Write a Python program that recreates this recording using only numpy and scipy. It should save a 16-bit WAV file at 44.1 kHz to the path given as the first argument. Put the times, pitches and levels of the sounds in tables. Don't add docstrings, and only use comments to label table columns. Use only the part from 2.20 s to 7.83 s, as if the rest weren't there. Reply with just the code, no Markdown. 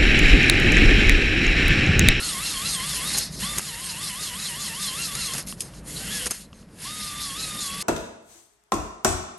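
import sys
import numpy as np
from scipy import signal
from scipy.fft import rfft, irfft
from scipy.io import wavfile
from scipy.ndimage import uniform_filter1d

SR = 44100
rng = np.random.default_rng(int(sys.argv[2]) if len(sys.argv) > 2 else 0)


def field_ratio(decibels):
    return 10 ** (np.asarray(decibels, dtype=float) / 20)


def inscribe(sig):
    pcm = np.round(np.clip(np.atleast_2d(sig).T, -1, 1) * 32767)
    wavfile.write(sys.argv[1], SR, pcm.astype(np.int16))


N = 248150
STEP = 32


def rms_one(x):
    return x / np.sqrt(np.mean(x ** 2) + 1e-20)


def in_time(rows):
    s, *columns = np.transpose(rows)
    return [np.interp(np.arange(N) / SR, s, c) for c in columns]


def steps():
    return np.arange(0, N + STEP, STEP) / SR


def per_sample(control):
    return np.interp(np.arange(N) / SR, steps(), control)


def power_sum(levels_db):
    return 10 * np.log10(sum(field_ratio(2 * db) for db in levels_db) + 1e-12)


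def swell(s, db, rise, fall, order):
    t = steps() - s
    return np.maximum(db - 6 * np.abs(t / np.where(t < 0, rise, fall)) ** order, -150)


def band(x, low_hz, high_hz):
    return signal.sosfilt(signal.butter(3, [low_hz, high_hz], "band", fs=SR, output="sos"), x)


def coloured(x, spectrum):
    hz, db = np.transpose(spectrum)
    at = np.maximum(np.fft.rfftfreq(N, 1 / SR), 1)
    gain = field_ratio(np.interp(np.log(at), np.log(hz), db))
    return rms_one(irfft(rfft(x) * gain, N))


def drift(rate):
    r = np.exp(-32 * np.pi * rate / SR)
    slow = signal.lfilter([1], [1, -2 * r, r * r], rng.standard_normal(N // 16 + 3002))[3000:]
    return np.interp(np.arange(N) / 16, np.arange(len(slow)), rms_one(slow))


def resonances(x, peaks, patchy_db=0):
    out = 0
    for k, (hz, width, db) in enumerate(peaks):
        r = np.exp(-np.pi * width / SR)
        a = [1, -2 * r * np.cos(2 * np.pi * hz / SR), r * r]
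        b = [(1 - r * r) / 2, 0, (r * r - 1) / 2]
        gain = field_ratio(db + patchy_db * drift(10.6)) if patchy_db else field_ratio(db)
        out = out + (-1) ** k * gain * signal.lfilter(b, a, x)
    return out


def groan(rows):
    hz, db = in_time(rows)
    t = np.arange(N) / SR
    sounding = (t > rows[0][0]) * (t < rows[-1][0])
    return field_ratio(db + 4.5 + 3.9 * drift(12)) * np.sin(2 * np.pi * np.cumsum(hz) / SR) * sounding


def workshop():
    # time_s, hum_db, upper_db, half_length_s
    shakes = [(0.95, -38, -41, 0.027), (1.25, -36.5, -58, 0.046), (1.38, -37, -38, 0.008),
              (2.968, -37, -44, 0.015), (3.093, -54, -59, 0.04), (3.17, -37, -43, 0.041),
              (2.447, -43, -59, 0.044), (1.802, -40, -53, 0.074), (2.08, -47, -52, 0.061),
              (2.863, -42, -67, 0.03), (3.428, -42, -51, 0.034), (3.833, -39.5, -47.5, 0.11),
              (3.988, -62, -51, 0.073), (4.068, -51, -60, 0.015)]
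    # pitch_hz, width_hz, level_db
    rumble_peaks = [(51.2, 8.8, -3), (148.7, 38.8, 2.5), (198.2, 41.7, -1), (292, 32, -4.5),
                    (490, 5.3, -21)]
    # pitch_hz, density_db
    floor = [(290, -17), (500, -16), (629, 0), (1800, -3.5), (3340, -13), (9290, -33), (11500, -31),
             (12500, -32), (16200, -66), (22000, -120)]
    floor_db, deep_db = -53.5, -46
    hum_db = per_sample(power_sum([-41] + [swell(s, db, half, half, order=2) for s, db, _, half in shakes]))
    upper_db = per_sample(power_sum([-47.5] + [swell(s, db, half, half, order=2) for s, _, db, half in shakes]))
    white = rng.standard_normal(N)
    humps = 0.18 * white + resonances(white, rumble_peaks, patchy_db=1.0)
    deep = field_ratio(deep_db + 0.14 * drift(1.8)) * rms_one(band(humps, 20.0, 90.6))
    hum = field_ratio(hum_db + 0.98 * drift(30)) * rms_one(band(humps, 98.0, 249))
    upper = field_ratio(upper_db + 1.5 * drift(9.1)) * rms_one(band(humps, 238.6, 600))
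    hiss = field_ratio(floor_db + 1.2 * drift(10.6)) * coloured(rng.standard_normal(N), floor)
    return deep + hum + upper + hiss


def drone():
    # time_s, pitch_hz, level_db
    low_line = [(4.46, 164.6, -64), (4.6, 175.5, -53), (4.72, 188.5, -55), (4.81, 202.3, -43),
                (4.9, 200, -52), (5.15, 195.5, -59), (5.26, 200.2, -50), (5.36, 205.7, -58),
                (5.48, 197.3, -46.5), (5.62, 202.3, -54)]
    # time_s, pitch_hz, level_db
    high_line = [(4.5, 275, -66), (4.68, 277, -57), (4.85, 269.2, -65), (4.99, 272, -52), (5.1, 272, -50),
                 (5.17, 274.6, -64), (5.25, 280, -53), (5.33, 280, -66)]
    return groan(low_line) + groan(high_line)


def splits():
    # time_s, low_hz, high_hz, level_db
    patches = [
        (.70, 9650, 11220, -41),
        (0.859, 8270, 9900, -38),
        (1.46, 4170, 5200, -43),
        (2.045, 6540, 7900, -35),
        (5.199, 4620, 5680, -40),
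        (5.315, 7760, 9100, -44),
    ]
    t, white = np.arange(N) / SR, rng.standard_normal(N)
    out = np.zeros(N)
    for s, low_hz, high_hz, db in patches:
        shape = np.cos(np.clip((t - s) / 0.02, -1, 1) * np.pi / 2)
        noise = rms_one(band(band(white, low_hz, high_hz), low_hz, high_hz))
        out += field_ratio(db) * shape * noise
    return out * [[1], [-1]]


def ticks():
    # time_s, peak_db
    tick_times = [
        (3.325, -22),
        (3.537, -34.5),
        (4.33, -25.5),
        (4.428, -38),
        (4.489, -42),
    ]
    # pitch_hz, width_hz, level_db
    tick_modes = [(1120, 150, 6.5), (1510, 350, -8), (2750, 250, 3.5), (3350, 500, -1), (4370, 600, -8),
                  (5400, 500, -6)]
    clicks = np.zeros(N) + 1e-18
    for s, db in tick_times:
        clicks[round(s * SR)] = field_ratio(db + 22.0)
    return resonances(clicks, tick_modes) + .05 * band(clicks, 900, 6000)


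def clacks():
    # time_s, peak_db, low_part_db, t60_s, rise_s
    hits = [(0.9446, -21, -7.5, 0.1, 0.001), (0.9686, -12, -27, 0.04, 0.0008),
            (0.975, -10, -30, 0.04, 0.0011), (0.983, -3, -36, 0.025, 0.00084),
            (0.9868, -14, -35, 0.027, 0.0011), (0.873, -19, -18, 0.041, 0.0011),
            (1.3775, -18.5, -10, 0.032, .002), (1.382, -4, -35, 0.025, 0.0018),
            (1.392, -15.5, -11, 0.032, 0.0011), (2.95, -11.5, -19, 0.036, 0.0023),
            (3.1348, -9, -19.5, 0.056, 0.0012), (3.149, -17, -17, 0.022, 0.00099),
            (3.1795, -14, -17, 0.14, 0.001), (3.272, -20, -24, 0.064, 0.00077),
            (3.395, -28, -32, .06, .004), (3.4054, -2, -39, 0.026, 0.00027),
            (3.417, -16, -36, 0.052, 0.001), (3.6626, -55, -22, 0.04, 0.001),
            (4.0562, -8, -28, 0.028, 0.0022), (4.064, -14.5, -11, 0.03, 0.0008),
            (4.0673, -11, -25, 0.045, 0.001), (4.101, -26, -10, .03, .002),
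            (4.1065, -5.5, -26, 0.03, 0.0035), (4.1165, -19.5, -10, 0.025, 0.0011)]
    # pitch_hz, width_hz, level_db
    chuck_modes = [(1110, 150, -37), (2720, 1400, -6.5), (5200, 570, -9.5), (6580, 460, 0.5),
                   (9100, 1020, -4), (12200, 1600, -0.5)]
    high, low, t = np.zeros(N), np.zeros(N), np.arange(SR // 4) / SR
    for s, db, low_db, t60, rise in hits:
        attack = np.minimum(t / max(rise, 1e-4), 1)
        shape = attack * field_ratio(-60 * np.maximum(t - rise, 0) / max(t60, .005))
        at = round(s * SR)
        high[at:at + len(t)] += field_ratio(db - 8.0) * shape
        low[at:at + len(t)] += field_ratio(db + low_db + 3.0) * shape ** 0.68
    rattle = rng.standard_normal(N) * field_ratio(1.5 * drift(270))
    metal = rms_one(0.25 * rattle + resonances(rattle, chuck_modes))
    return band(high * metal, 3100, 22000) + band(2.62 * low * metal, 91, 2640)


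def chatter():
    # time_s, peak_db
    contacts = [(3.213, -27), (3.226, -29), (3.2543, -40), (3.265, -35), (3.2704, -27), (3.2746, -28),
                (3.2809, -28), (3.2851, -29), (3.286, -28), (3.2913, -29), (3.2954, -26), (3.2997, -29),
                (3.307, -35), (3.3117, -33), (3.315, -31), (3.318, -30)]
    # pitch_hz, width_hz, level_db
    hone_modes = [(4300, 700, -4), (5300, 500, 0), (7550, 1200, -7), (9300, 1200, -6), (11300, 1700, 8)]
    puffs, t = np.zeros(N), np.arange(200) / SR
    for s, db in contacts:
        at = round(s * SR) - 10
        puffs[at:at + 200] += field_ratio(db + 6.0 - 60 * t / 0.0067)
    return resonances(puffs * rng.standard_normal(N) + 1e-18, hone_modes)


def shaft():
    # time_s, level_db
    rings = [
        (.983, -35),
        (1.383, -34),
        (3.4055, -34),
        (4.109, -27.5),
    ]
    # pitch_hz, level_db, t60_s
    steel_modes = [(5060, -5.5, 0.2), (5100, -5, 0.11), (6340, -4.5, 0.25), (8100, -15, 0.032),
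                   (9100, -3, 0.083), (10900, -6, .1)]
    t, out = np.arange(SR // 4) / SR, np.zeros(N)
    for hz, db, t60 in steel_modes:
        flutter = field_ratio(3.3 * drift(60))
        for s, hit_db in rings:
            at = round(s * SR)
            decay = field_ratio(hit_db + db - 60 * t / t60)
            out[at:at + len(t)] += flutter[at:at + len(t)] * decay * np.sin(2 * np.pi * hz * t)
    return out


def grabs():
    # time_s, low_modes_db, middle_modes_db, high_modes_db
    bursts = [(.05, -32, -34.5, -48), (.095, -34, -39, -36), (.275, -36, -42, -42), (.31, -47, -37, -43),
              (.47, -32, -41, -44), (.5, -33, -35, -37), (.545, -33, -37, -28), (.694, -37, -42, -36),
              (.752, -39, -45, -45), (.899, -31, -40, -42), (.95, -26, -37, -44), (1.017, -36, -48, -45),
              (1.145, -38, -46, -51), (1.242, -36, -46, -44), (1.48, -43, -46, -45), (1.66, -42, -39, -36),
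              (1.707, -35, -37, -39), (1.845, -40, -43, -38), (1.889, -36, -46, -42), (2.04, -34, -36, -40),
              (2.07, -38, -41, -36), (2.218, -43, -43, -40), (2.267, -36, -36, -34.5),
              (2.423, -35, -33, -37), (2.48, -45, -42, -36), (2.636, -33, -35, -34),
              (2.681, -30.5, -43, -44), (2.827, -39, -35, -37), (2.869, -46, -42, -40),
              (3.019, -29, -33, -35), (3.062, -30, -32.5, -33), (3.445, -52, -54, -52),
              (3.56, -62, -54, -53), (3.59, -58, -56, -55), (3.775, -36, -50, -49), (3.93, -43, -40, -46),
              (3.97, -45, -34.5, -44), (4.345, -59, -53, -62), (4.38, -65, -57, -62), (4.41, -60, -53, -62),
              (4.245, -50, -52, -56), (4.767, -42, -40, -54), (4.852, -39, -51, -39),
              (4.911, -48, -46, -47), (5.03, -31.5, -36, -44), (5.056, -33, -45, -42),
              (5.208, -35, -35, -46), (5.233, -32.5, -37, -41), (5.28, -40, -44, -49),
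              (5.42, -31, -34, -39), (5.46, -33, -36, -44), (5.62, -32, -33, -39)]
    # pitch_hz, width_hz, level_db
    bore = [
        [(4060, 170, 1.5), (4310, 100, 1.5), (4430, 120, -2), (4960, 160, -5), (5200, 56, -7)],
        [(6080, 140, -3.5), (6440, 150, 4.5), (7060, 170, 1.5)],
        [(8320, 67, 13.5), (8560, 90, 16), (9240, 140, -14)],
    ]
    rise_s, fall_s = 0.017, 0.018
    out = 0
    for k, modes in enumerate(bore):
        level_db = per_sample(power_sum(swell(row[0], row[k + 1], rise_s, fall_s, order=2) for row in bursts))
        out = out + field_ratio(level_db) * rms_one(resonances(rng.standard_normal(N), modes, patchy_db=3.5))
    return out


def contact():
    # start_s, end_s, level_db, rise_db_per_s, fall_db_per_s
    drives = [
        (-.1, 1.018, -38, 500, 400),
        (1.204, 3.197, -38.5, 900, 650),
        (3.896, 4.071, -38.5, 18, 900),
        (4.12, 4.146, -37, 900, 188),
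        (4.621, 5.699, -38.5, 305, 500),
    ]
    # time_s, level_db, half_length_s
    bites = [(0.097, -39, 0.07), (0.288, -37, 0.057), (0.513, -35, 0.052), (0.74, -37, 0.051),
             (0.961, -35, 0.097), (1.22, -42, 0.068), (1.467, -38, 0.044), (1.678, -38.5, 0.049),
             (1.862, -35.5, 0.049), (2.047, -35.5, 0.045), (2.25, -35.5, 0.058), (2.446, -34.5, 0.044),
             (2.65, -33.5, 0.053), (2.832, -34.5, 0.059), (3.032, -35.5, 0.053), (3.17, -44, 0.062),
             (3.955, -35.5, 0.038), (4.675, -37.5, 0.043), (4.843, -36.5, 0.052), (5.043, -35, 0.052),
             (5.232, -36.5, 0.052), (5.444, -35.5, 0.044), (5.626, -34.5, 0.027)]
    # time_s, level_db, rise_s, fall_s, extra_brightness_db
    coasts = [
        (1.03, -39.5, 0.023, 0.053, -13),
        (1.146, -45, 0.034, 0.014, 0),
        (3.29, -41, 0.015, 0.037, 3),
        (3.429, -50, 0.044, 0.055, 3),
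        (3.57, -55, 0.059, 0.03, 3),
        (4.2, -41, 0.1, 0.034, 2.5),
        (4.38, -55.5, 0.058, 0.066, -0.5),
        (4.541, -61, 0.053, 0.039, 2),
    ]
    # drive_db, bite_db, coast_db
    dull_share = (0, -10, -5.5)
    # drive_db, bite_db, coast_db
    middle_share = (-0.67, -27, -8)
    # drive_db, bite_db, coast_db
    stones_share = (-0.68, 1.7, 0.98)
    # drive_db, bite_db, coast_db
    bright_share = (5.33, 1.3, 2.18)
    slow_start_s, slow_start_db_per_s = 3.68, 470
    lag_db_per_s = 27
    best_hz, span_hz, lift_db = 1390, 80, 2

    t = steps()
    held = [db - rise * np.maximum(start - t, 0) - fall * np.maximum(t - end, 0)
            for start, end, db, rise, fall in drives]
    held[2] -= slow_start_db_per_s * np.maximum(slow_start_s - t, 0)
    held = np.max(held, axis=0)
    bite = power_sum(swell(s, db, half, half, order=4) for s, db, half in bites)
    coast = power_sum(swell(s, db, rise, fall, order=2) for s, db, rise, fall, _ in coasts)
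    bright_coast = power_sum(swell(s, db + extra, rise, fall, order=2) for s, db, rise, fall, extra in coasts)
    lag = lag_db_per_s * np.maximum(drives[2][0] - t, 0) * (t > slow_start_s - .1)

    def mixed(drive_db, coast_db, share):
        return power_sum(np.add([drive_db, bite, coast_db], np.c_[list(share)]))

    dull = mixed(held - lag, coast, dull_share)
    middle = mixed(held - 1.1 * lag, coast, middle_share)
    middle = middle + lift_db * np.exp(-((speed()[0] - best_hz) / span_hz) ** 2)
    stones = mixed(held - .4 * lag, coast, stones_share)
    bright = mixed(held, bright_coast, bright_share)
    return map(per_sample, (dull, middle, stones, bright))


def rasp():
    # pitch_hz, density_db
    rasp_colour = [(290, -40), (500, -2), (880, -12.5), (1120, -7), (1280, -10), (1900, -3.5), (2420, -5.5),
                   (2800, 1), (9550, -2), (12000, 3.5), (12500, -2.5), (16200, -63), (22000, -120)]
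    # pitch_hz, width_hz, level_db
    block = [(2054, 290, 1), (2690, 230, 2), (3270, 140, -5), (4110, 42, 2), (4320, 24, 6.5),
             (4570, 140, -15), (4850, 130, 1.5), (5235, 59, 7), (6410, 70, 1.5), (6940, 136, 4),
             (8370, 60, 2), (8530, 85, 3), (9330, 410, 4), (10100, 260, 1)]
    dull_db, middle_db, load_db, bright_db = contact()
    sizes = field_ratio(2.1 * np.minimum(rng.exponential(1, N), 5)) * rng.choice([-1, 1], N)
    struck = rng.random(N) < 9000 / SR
    grit = rms_one(sizes * struck) + 0.51 * rng.standard_normal(N)
    hiss = coloured(grit, rasp_colour)
    pressure = field_ratio(0.15 * np.clip(load_db - uniform_filter1d(load_db, SR // 4), -8, 8))
    ringing = field_ratio(-1.5) * pressure * resonances(np.roll(hiss, N // 3), block, patchy_db=2.5)
    body = hiss + ringing
    other = hiss[::-1] + ringing
    dull = field_ratio(dull_db - 3.0 + 1.4 * drift(62)) * rms_one(band(body, 744, 2150))
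    middle = field_ratio(middle_db - 2.5 + 1.25 * drift(22)) * rms_one(band(other, 2560, 3570))
    stones = field_ratio(load_db + 1.5 * drift(34)) * rms_one(band(band(body, 3390, 5850), 3860, 12400))
    bright = field_ratio(bright_db + 0.54 + 0.77 * drift(23)) * rms_one(band(other, 6560, 16000))
    return field_ratio(0.19 * drift(62)) * (dull + middle + stones + bright)


def speed():
    # time_s, pitch_hz, first_line_db, third_line_db (over their means)
    sags = [(-0.014, 1288, -2, 3), (0.162, 1061, 1.5, 0.5), (0.387, 1056, 1.5, 4.5), (0.596, 1023, 1.5, 5),
            (0.789, 1003, -0.5, 0.5), (1.2, 1198, 1.5, 10), (1.397, 1164, -1, -6), (1.54, 912.5, -3, -0.5),
            (1.74, 892, -3, 3), (1.931, 986, -1, 2), (2.13, 969, -1, 1.5), (2.329, 934, -2.5, 2.5),
            (2.52, 894, -4, 1.5), (2.717, 1027, 0.5, 5.5), (2.928, 1128, 0.5, 3), (3.118, 1051, 1, 2.5),
            (4.6, 1259, 5.5, 9), (4.95, 1180, 3, 2), (5.13, 1086, 2.5, 1.5), (5.361, 1208, 1.5, 1.5),
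            (5.49, 1110, 3, 4)]
    # time_s, pitch_hz, first_line_db, third_line_db (over their means)
    peaks_of_speed = [(0.038, 1458, -2, 5), (0.259, 1383, -5.5, 3), (0.478, 1385, -4.5, 0),
                      (0.691, 1221, -4.5, 0.5), (0.884, 1256, -1.5, 6), (1.299, 1207, 0, 4.5),
                      (1.419, 1275, -1, 2.5), (1.652, 1081, -2, -3), (1.835, 1207, -1, 3.5),
                      (2.018, 1254, -1, 5), (2.211, 1309, -4, 3), (2.409, 1183, -1, 2),
                      (2.619, 1215, -0.5, 3), (2.812, 1390, -2.5, 0), (2.988, 1405, -3, 3),
                      (3.17, 1433, -1, 11), (4.735, 1249, 0.5, 3.5), (5.002, 1198, 2, 5),
                      (5.199, 1295, -2, 4.5), (5.392, 1213, 1, 5), (5.71, 1220, 0, -2)]
    s, *columns = np.hstack([sags, peaks_of_speed]).reshape(2 * len(sags), -1).T
    turn = np.arange(len(s))
    k = np.interp(steps(), s, turn)
    eased = np.floor(k) + .5 - .5 * np.cos(np.pi * (k % 1))
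    return [np.interp(eased, turn, c) for c in columns]


def whine_pitch():
    spin_ups = (1.221, 4.644)
    short, spin_s = .27, .027
    since = [np.arange(N) / SR - s for s in spin_ups]
    missing = sum(np.exp(-np.maximum(t, -.02) / spin_s) * (t > -.1) for t in since)
    return per_sample(speed()[0]) * (1 - short * missing)


def strands():
    # time_s, multiple_of_pitch, level_db, half_length_s
    swells = [(1.49, 4, -43, 0.028), (1.61, 4, -46, .025), (1.655, 4, -47, 0.029), (1.5, 4, -40, .025),
              (4.67, 4, -43, .035), (1.235, 4, -39, .022), (.91, 3, -38, .028), (5.2, 24 / 9, -48, .03),
              (1.3, 3, -41, .015), (4.68, 24 / 9, -50, .035), (4.99, 24 / 9, -51, 0.056),
              (5.24, 2, -44.5, .06), (.04, 8 / 9, -47, 0.032), (0.81, 2, -46, .025),
              (0.61, 2, -42.5, 0.031), (2.5, 2, -42, .04), (3.11, 2, -47, .04)]
    phase = 2 * np.pi * np.cumsum(whine_pitch()) / SR + .15 * drift(120)
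    lines = 0
    for n in {round(9 * row[1]) for row in swells}:
        level_db = power_sum(swell(s, db, half, half, order=2) for s, k, db, half in swells if round(9 * k) == n)
        lines = lines + field_ratio(per_sample(level_db)) * np.sin(n / 9 * phase)
    return np.sqrt(2) * field_ratio(3.0 * drift(70)) * lines


def flares(pitch):
    # time_s, level_db, half_length_s
    moments = [(.03, -37, 0.044), (0.245, -41, 0.038), (0.46, -35.5, 0.025), (.7, -48, 0.031),
               (1.23, -39.5, 0.018), (2.21, -41, 0.03), (2.809, -34.5, .03), (3.0, -37, .03),
               (5.23, -44, 0.056), (0.173, -40, 0.023), (1.545, -45, 0.061), (1.742, -47, .03),
               (1.93, -46, 0.033), (2.133, -45, 0.033), (2.33, -41.5, 0.044), (2.524, -48, 0.022)]
    level_db = per_sample(power_sum(swell(s, db, half, half, order=2) for s, db, half in moments))
    phase = 4 * np.pi * np.cumsum(pitch) / SR + .7 * drift(120)
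    line = field_ratio(level_db + 4 + 2.5 * drift(60)) * np.sin(phase)
    return resonances(line, [(1850, 300, 0), (2720, 280, 0)])


def whine(hz, lower_db, upper_db, spans, lower, upper, others, inertia_s, wobble, rough_db, play):
    # pitch_hz, width_hz, level_db
    casing = [(1900, 300, -3), (2730, 200, 6), (4300, 700, -3), (9800, 2500, -4)]
    hz = uniform_filter1d(hz, max(int(inertia_s * SR), 1)) * (1 + wobble * drift(40.0))
    phase = 2 * np.pi * np.cumsum(hz) / SR
    play = play * drift(150)
    t = np.arange(N) / SR
    on = sum(np.interp(t, [a - .01, a + .01, b - .01, b + .01], [0, 1, 1, 0]) for a, b in spans)
    out = field_ratio(lower_db + 0.37 * rough_db * drift(74)) * np.sin(lower * phase + (lower - 1) * 3 * play)
    out += field_ratio(upper_db - 1.5 + rough_db * drift(113)) * np.sin(upper * (phase + play))
    level_db = uniform_filter1d(upper_db, SR // 10)
    weak = sum(field_ratio(level_db + db + rough_db * drift(19)) * np.sin(k * (phase + play)) for k, db in others)
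    return np.sqrt(2) * on * (out + 0.26 * weak + resonances(weak, casing))


def motor():
    # start_s, end_s
    sings = [
        (-.01, .885),
        (1.228, 1.375),
        (1.42, 3.138),
        (4.647, 5.7),
    ]
    # multiple_of_pitch, level_db (under the third line)
    weak_lines = [(2, -19), (4, -8.5), (16 / 9, -15), (24 / 9, -20), (8, -17), (80 / 9, -16)]
    # time_s, pitch_hz, second_line_db, fourth_line_db
    strain_track = [(3.76, 720, -53, -54), (3.85, 800, -47, -52), (3.876, 670, -54, -42),
                    (3.915, 845, -41, -37), (3.972, 850, -39, -37), (4.0, 790, -47, -42),
                    (4.03, 745, -49, -41), (4.065, 700, -52, -35)]
    # time_s, pitch_hz, level_db
    groan_track = [(3.6, 485, -49), (3.614, 507.7, -64), (3.828, 500.6, -57), (3.872, 528, -64),
                   (3.954, 503, -46), (4.046, 504, -52), (4.065, 493, -43), (4.14, 520, -71)]
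    # time_s, pitch_hz, level_db
    moan_track = [(3.77, 727, -62), (3.8, 767, -52), (3.855, 815, -55), (3.868, 810, -62)]
    pitch = whine_pitch()
    full_speed, first_db, third_db = map(per_sample, speed())
    pull_db = 3.0 * np.tanh(np.gradient(pitch) * SR / 3500)
    fade_db = -14 * (1 - pitch / full_speed)
    runs = whine(pitch, -42 + 1.35 * first_db + pull_db + fade_db, -41.5 + third_db + fade_db, sings,
                 1, 3, weak_lines, inertia_s=.005, wobble=.003, rough_db=3.5, play=.18)
    strain_lines = [(1, -16), (1.5, -22), (2.5, -19), (3, -14), (3.5, -13), (4.3, -6), (6, -9), (8, -11)]
    strain = whine(*in_time(strain_track), [(strain_track[0][0], strain_track[-1][0])],
                   2, 4, strain_lines, inertia_s=.015, wobble=.007, rough_db=3.6, play=.14)
    return runs + strain + groan(groan_track) + groan(moan_track) + flares(pitch)


def scene():
    hits = clacks() + ticks() + chatter()
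    steady = workshop() + drone() + .8 * hits + shaft() + grabs() + rasp() + strands() + motor()
    top = signal.cheby2(14, 45, 12400, fs=SR, output="sos")
    return signal.sosfilt(top, steady) + 0.12 * hits + splits()


def band_limit(x):
    return signal.sosfilt(signal.butter(12, 13160, fs=SR, output="sos"), x)


def record(dry):
    # time_s, level_db, recovery_s
    ducks = [
        (1.395, -4.5, 2.54),
        (4.122, -7.5, 1.12),
    ]
    overload = .6
    t = np.arange(N) / SR
    gain_db = sum(db * (t > s) * np.exp(-np.maximum(t - s, 0) / recovery) for s, db, recovery in ducks)
    ducked = dry * field_ratio(uniform_filter1d(gain_db, SR // 100))
    rounded = overload * np.tanh(ducked / overload)
    cut = signal.sosfilt(signal.cheby2(10, 50, 13000, fs=SR, output="sos"), rounded)
    return band_limit(cut)


dry = scene()
out = record(dry)
inscribe(out)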